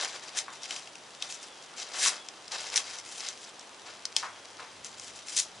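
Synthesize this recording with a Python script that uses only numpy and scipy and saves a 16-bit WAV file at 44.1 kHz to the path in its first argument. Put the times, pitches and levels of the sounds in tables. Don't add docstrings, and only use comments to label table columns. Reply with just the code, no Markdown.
import sys
import numpy as np
from scipy import signal
from scipy.fft import rfft, irfft
from scipy.io import wavfile

SR = 44100
rng = np.random.default_rng(int(sys.argv[2]) if len(sys.argv) > 2 else 0)


def output_pcm(signal):
    pcm = np.clip(np.atleast_2d(signal).T, -1, 1) * 32767
    wavfile.write(sys.argv[1], SR, np.round(pcm).astype(np.int16))


N = 246959
TIME = np.arange(N) / SR
CUTOFF_HZ = 11030

# (per Hz, shape only)
RUSTLE = [(200, -47), (900, -12.5), (2000, -3), (3200, 1), (5500, 3.5), (7000, -1.5), (8500, -9.5),
          (11000, -15.5)]
# (per Hz, shape only)
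HOLLOW = [(45, -35), (200, -18.5), (400, -4.5), (750, 1.5), (1300, -0.5), (2000, -1.5), (4000, -8.5),
          (11000, -53)]


def from_db(db):
    return 10 ** (np.asarray(db) / 20)


def rms_one(x):
    return x / np.sqrt(np.mean(x ** 2) + 1e-20)


def high_pass(x, edge_hz, order=2):
    return signal.sosfilt(signal.butter(order, edge_hz, "high", fs=SR, output="sos"), x)


def resonate(x, hz, q):
    return signal.lfilter(*signal.iirpeak(hz, q, fs=SR), x)


def drift(rate_hz):
    step = 40
    keep = np.exp(-2 * np.pi * rate_hz * step / SR)
    noise = rng.standard_normal(N // step + 2002)
    slow = signal.lfilter([1], [1, -2 * keep, keep * keep], noise)[2000:]
    return np.interp(np.arange(N) / step, np.arange(len(slow)), rms_one(slow))


def colour(x, spectrum, size=4096):
    hz, db = np.transpose(spectrum)
    grid = np.linspace(1, SR / 2, size // 2 + 1)
    level = from_db(np.interp(np.log(grid), np.log(hz), db))
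    cepstrum = irfft(np.log(level))
    cepstrum[1:size // 2] *= 2
    cepstrum[size // 2 + 1:] = 0
    top_cut = np.sqrt(1 + (grid / CUTOFF_HZ) ** 20)
    response = irfft(np.exp(rfft(cepstrum)) / top_cut)[:size // 2]
    return signal.oaconvolve(x, response / np.linalg.norm(response))[:len(x)]


def stereo(mid, side, width):
    return mid + width * side * np.array([[1], [-1]])


def swell(start, end):
    through = np.clip((TIME - start) / (end - start), 0, 1)
    return np.sqrt(np.abs(np.sin(np.pi * through)))


def fibres(per_s, spread_db, clump_db, even_s=0.045, clump_rate_hz=200):
    sizes = from_db(spread_db * np.minimum(rng.exponential(1, N), 4)) * rng.choice([-1, 1], N)
    happens = rng.random(N) < per_s / SR
    clicks = sizes * happens * from_db(clump_db * drift(clump_rate_hz))
    window = signal.windows.hann(2 * int(even_s * SR / 2) + 1)
    power = signal.oaconvolve(clicks ** 2, window / window.sum(), "same")
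    return clicks / np.sqrt(np.abs(power) + 1e-6)


def facets(clicks, shift_db, q=9, count=10):
    out = clicks
    for hz in np.geomspace(1400, 9000, count):
        ring = resonate(clicks, hz, q)
        out = out + ring * from_db(shift_db * np.tanh(drift(31)))
    return out * np.std(clicks) / np.std(out)


def hand(attack_s=0.023, release_db_per_s=188, resting_db=-58, resting_grip_db=-8.5):
    # start_s, length_s, level_db (before the mix levels in sliding),
    # grip_db (hollow rub relative to the rustle, before mixing; a firm grip also muffles the crisp top)
    strokes = [(-.03, 0.08, -36, -3), (0.087, 0.074, -43.5, -3), (0.218, 0.068, -45.5, -5.5),
               (0.326, 0.065, -44, -2), (0.513, 0.024, -48.5, -25), (.605, 0.057, -45, -9),
               (0.674, 0.055, -41.5, -7), (0.72, 0.059, -39.5, -13), (1.201, 0.049, -45, -5),
               (1.275, 0.059, -42.5, -23), (1.404, 0.021, -43.5, -31), (1.759, 0.044, -38, -10.5),
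               (1.837, 0.084, -49.5, -1), (1.925, .21, -40, -4.5), (2.505, 0.041, -37, -6),
               (2.572, 0.077, -37.5, -7.5), (2.705, 0.075, -38, -6.5), (2.835, 0.14, -42, -9.5),
               (3.035, 0.095, -46.5, -23), (3.112, 0.074, -43, -20), (3.187, 0.095, -41, -11),
               (3.242, 0.018, -39, -14), (3.354, 0.11, -50.5, -28), (3.85, 0.056, -51, 0),
               (4.154, 0.046, -38, -11.5), (4.582, 0.016, -46.5, 5), (4.83, 0.026, -42.5, -36),
               (4.962, 0.13, -47.5, -31), (5.147, 0.019, -45.5, -31), (5.25, .03, -44, -28),
               (5.28, .045, -40, -30), (5.366, .055, -43, -32)]
    power = np.full(N, from_db(resting_db) ** 2)
    gripped = power * from_db(resting_grip_db) ** 2
    for start, length, db, grip_db in strokes:
        attack = np.clip((TIME - start) / attack_s, 0, 1)
        release_db = release_db_per_s * np.clip(TIME - start - length, 0, 1)
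        stroke = attack * from_db(db - release_db)
        power = power + stroke ** 2
        gripped = gripped + (stroke * from_db(grip_db)) ** 2
    return np.sqrt(power), np.sqrt(gripped / power)


def sliding(rustle_db=-4.0, friction_db=-6, hollow_db=-0.5, crisp_hz=7000, crisp_db=-16, muffling=1.0,
            flutter_db=1.71, tick_db=18, ticks_per_s=45):
    level, grip = hand()
    level = level * from_db(flutter_db * drift(27))
    crinkles = fibres(per_s=4000, spread_db=3.0, clump_db=2.5, even_s=0.12)
    friction = from_db(friction_db) * rng.standard_normal(N)
    ticks = from_db(tick_db) * (rng.random(N) < ticks_per_s / SR) * rng.standard_normal(N)
    rustle = colour(level * facets(crinkles + friction + ticks, shift_db=6.5), RUSTLE)
    edges = high_pass(rustle, crisp_hz)
    rustle = rustle + from_db(crisp_db) * edges / np.maximum(grip, .1) ** muffling
    rub = colour(level * grip * fibres(per_s=3000, spread_db=1, clump_db=2.0), HOLLOW)
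    return from_db(rustle_db) * rustle + from_db(hollow_db) * rub


def settling(ticks_per_s=30, tick_db=-33.5, spread_db=2.5):
    sizes = from_db(tick_db + spread_db * np.minimum(rng.exponential(1, N), 3))
    ticks = sizes * (rng.random(N) < ticks_per_s / SR)
    return colour(facets(ticks, shift_db=4), RUSTLE)


def air(air_db=-51.5, width=0.4, alike_below_hz=330):
    # (per Hz, shape only)
    air_colour = [(25, -41), (60, -22), (125, -10.5), (300, -2), (750, 1.5), (1200, -1), (2200, -6),
                  (3200, -4), (4200, -8.5), (5800, -10), (9000, -15.5), (11000, -22)]
    mid, side = (colour(white, air_colour) for white in rng.standard_normal((2, N)))
    side = high_pass(side, alike_below_hz, order=1)
    return from_db(air_db) * stereo(mid, side, width)


def traffic(road_db=-81, waver_db=2):
    # start_s, end_s, pitch_hz, level_db (at the height of the swell, before wavering)
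    engines = [(-.6, 1.9, 137, -74.5), (2.3, 3.2, 101.4, -72.5), (3.6, 5.8, 102, -72.5)]
    # start_s, end_s, level_db (added to the steady road level)
    rumble_swells = [(4.6, 5.252, -69), (5.448, 5.8, -64)]
    # (per Hz, shape only)
    rumble_colour = [(25, -24), (60, -8), (120, -7.5), (200, -4), (500, -32)]
    notes = np.zeros(N)
    for start, end, hz, db in engines:
        notes += from_db(db) * swell(start, end) * np.sin(2 * np.pi * hz * TIME)
    level = np.full(N, from_db(road_db))
    for start, end, db in rumble_swells:
        level += from_db(db) * swell(start, end)
    rumble = level * colour(rng.standard_normal(N), rumble_colour)
    return from_db(waver_db * drift(6.9)) * notes + rumble


def snapping(ring_q=4, ring_db=7, snap_db=13.0, run_cycles=12, rib_edge_hz=450, size=2048, count=14):
    # start_s, strength_db (relative; snap_db is added), pitch_hz
    snaps = [(0.0114, -20, 4120), (.038, -26.5, 5630), (0.047, -19.5, 5020), (0.388, -18, 6270),
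             (0.633, -26.5, 5580), (.655, -30, 2120), (0.707, -20.5, 2784), (.873, -33.5, 2830),
             (0.953, -32.5, 2470), (1.2225, -23.5, 2836), (1.2231, -19, 3730), (1.324, -27, 5240),
             (2.286, -25.5, 5150), (2.480, -31, 4800), (2.7, -28, 5800), (2.739, -21.5, 2110),
             (2.7591, -11, 5100), (2.776, -11.5, 4280), (2.986, -27.5, 5460), (3.205, -26.5, 5200),
             (3.287, -20.5, 6800), (3.594, -33, 6500), (4.0532, -17.5, 4584), (4.1645, -8, 4650),
             (4.846, -27.5, 6160), (4.997, -28.5, 6130), (5.284, -28, 4530), (5.368, -21, 6170),
             (5.399, -17, 7000)]
    # (per Hz, shape only)
    crack_colour = [(200, -21), (1000, -19.5), (2000, -10.5), (2400, -7), (3900, -5.5), (4600, -12),
                    (5500, -3.5), (7000, -7), (11000, -19)]
    out = np.zeros(N + size)
    for (start_s, strength_db, hz), chance in zip(snaps, rng.random((len(snaps), 3, count))):
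        through = (np.arange(count) + chance[0]) / count
        at = (through * run_cycles / hz * SR).astype(int)
        sign = np.sign(chance[2] - .5)
        fractures = np.zeros(size)
        fractures[at] = (.5 + chance[1]) * sign * np.sqrt(np.sin(np.pi * through))
        leaf = resonate(fractures, hz, ring_q)
        snap = colour(fractures + from_db(ring_db) * leaf, crack_colour)
        start = int(start_s * SR)
        out[start:start + size] += from_db(strength_db + snap_db) * snap / np.linalg.norm(snap)
    return high_pass(out[:N], rib_edge_hz)


def tension(start, build_s, tearing_s, build_db=31, release_db_per_s=491):
    t = TIME - start
    slack_db = build_db * np.clip(1 - t / build_s, 0, 10)
    release_db = release_db_per_s * np.clip(t - build_s - tearing_s, 0, 1)
    return from_db(-slack_db - release_db)


def ripping(crackle_db=-1, veins_per_s=600, unsteady=0.34):
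    # start_s, build_s, tearing_s, fibre_db (crackle; crackle_db is added),
    # leaf_db (drumming of the taut leaf), edge_hz (lower edge, higher for a narrow strip),
    # sag_db (drop between veins, deep when it rasps)
    pulls = [(.35, 0.024, 0.014, -31, -70, 800, 5.5), (1.926, 0.11, 0.048, -24.5, -48, 400, 3),
             (2.744, 0.021, 0.0041, -25, -50, 900, 9.2), (5.352, 0.015, 0.029, -25, -49, 3040, 42)]
    # (per Hz, shape only)
    rip_colour = [(200, -6), (900, -18.5), (1900, -2), (2500, -5), (3900, -2), (4600, -2.5), (5800, 1),
                  (7000, -2.5), (8500, -5.5), (11000, -10)]
    veins = np.cumsum(veins_per_s * np.exp(unsteady * drift(100))) / SR
    breaks = fibres(per_s=9000, spread_db=2.5, clump_db=-2.0, even_s=0.01)
    breaks = facets(breaks, shift_db=5.5)
    out = np.zeros(N)
    for start, build_s, tearing_s, fibre_db, leaf_db, edge_hz, sag_db in pulls:
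        spray = breaks * rms_one(from_db(-sag_db * (veins % 1)))
        strip = high_pass(colour(spray, rip_colour), edge_hz)
        drum = colour(spray, HOLLOW)
        tear = from_db(crackle_db + fibre_db) * strip + from_db(leaf_db) * drum
        out += tension(start, build_s, tearing_s) * tear
    return out


def whistle(waver_hz=55, flicker_db=4, whistle_db=-1.5):
    # start_s, end_s, from_hz, to_hz, level_db (relative; whistle_db is added)
    whistles = [(0.423, 0.72, 3740, 3500, -54.5), (1.143, 1.504, 3630, 3580, -55),
                (1.424, 1.698, 3600, 3110, -57), (2.136, 2.33, 3500, 3200, -54),
                (4.274, 4.54, 3320, 3350, -58)]
    out = np.zeros(N)
    waver = waver_hz * drift(170)
    for start, end, from_hz, to_hz, db in whistles:
        through = np.clip((TIME - start) / (end - start), 0, 1)
        pitch = from_hz + (to_hz - from_hz) * through + waver
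        out += from_db(db) * swell(start, end) * np.sin(2 * np.pi * np.cumsum(pitch) / SR)
    return out * from_db(whistle_db + flicker_db * drift(25))


def knocking(knock_db=10, scuff_db=-28, scuff_t60_s=0.33):
    # start_s, level_db (relative; knock_db is added)
    knocks = [(0.482, -25.5), (1.734, -35), (2.06, -17.5), (3.23, -34), (4.229, -24.5), (4.233, -22),
              (4.596, -28.5)]
    # (per Hz, shape only)
    cob_colour = [(150, -14), (500, -14), (1000, 9.5), (1500, 4.5), (2200, -1), (3500, -19), (11000, -31)]
    blows, scuff = np.zeros(N), np.zeros(N)
    for start, db in knocks:
        blows[int(start * SR)] = from_db(db)
        scuff += (TIME >= start) * from_db(db - 60 * np.abs(TIME - start) / scuff_t60_s)
    scuff_noise = from_db(scuff_db) * scuff * rng.standard_normal(N)
    return from_db(knock_db) * colour(blows + scuff_noise, cob_colour)


def shed(x, wall_hz=6500, first_echo_s=0.0015, t60_s=0.12, treble_t60_s=0.06, width=0.75):
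    t = TIME[:SR // 2]
    echoes = rng.standard_normal((2, len(t))) * (t > first_echo_s)
    dull = signal.sosfilt(signal.butter(2, wall_hz, fs=SR, output="sos"), echoes)
    bright = high_pass(echoes, wall_hz)
    fade = from_db(-60 * t / t60_s)
    treble_fade = from_db(-60 * t / treble_t60_s)
    tails = (dull * fade - bright * treble_fade) / np.linalg.norm(fade)
    mid, side = (signal.oaconvolve(x, tail)[:N] for tail in tails)
    return stereo(mid, side, width)


def scene(left_hz=3200, left_q=0.34, leaf_edge_hz=130, pan_db=3, shed_db=-11.5):
    husks = sliding() + settling() + ripping() + snapping() + knocking()
    husks = high_pass(husks, leaf_edge_hz)
    presence = resonate(husks, left_hz, left_q)
    direct = stereo(husks, presence, from_db(pan_db / 2) - 1)
    return direct + from_db(shed_db) * shed(husks) + air() + traffic() + whistle()


def record(dry):
    return signal.sosfilt(signal.ellip(12, .1, 80, CUTOFF_HZ, fs=SR, output="sos"), dry)


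dry = scene()
out = record(dry)
output_pcm(out)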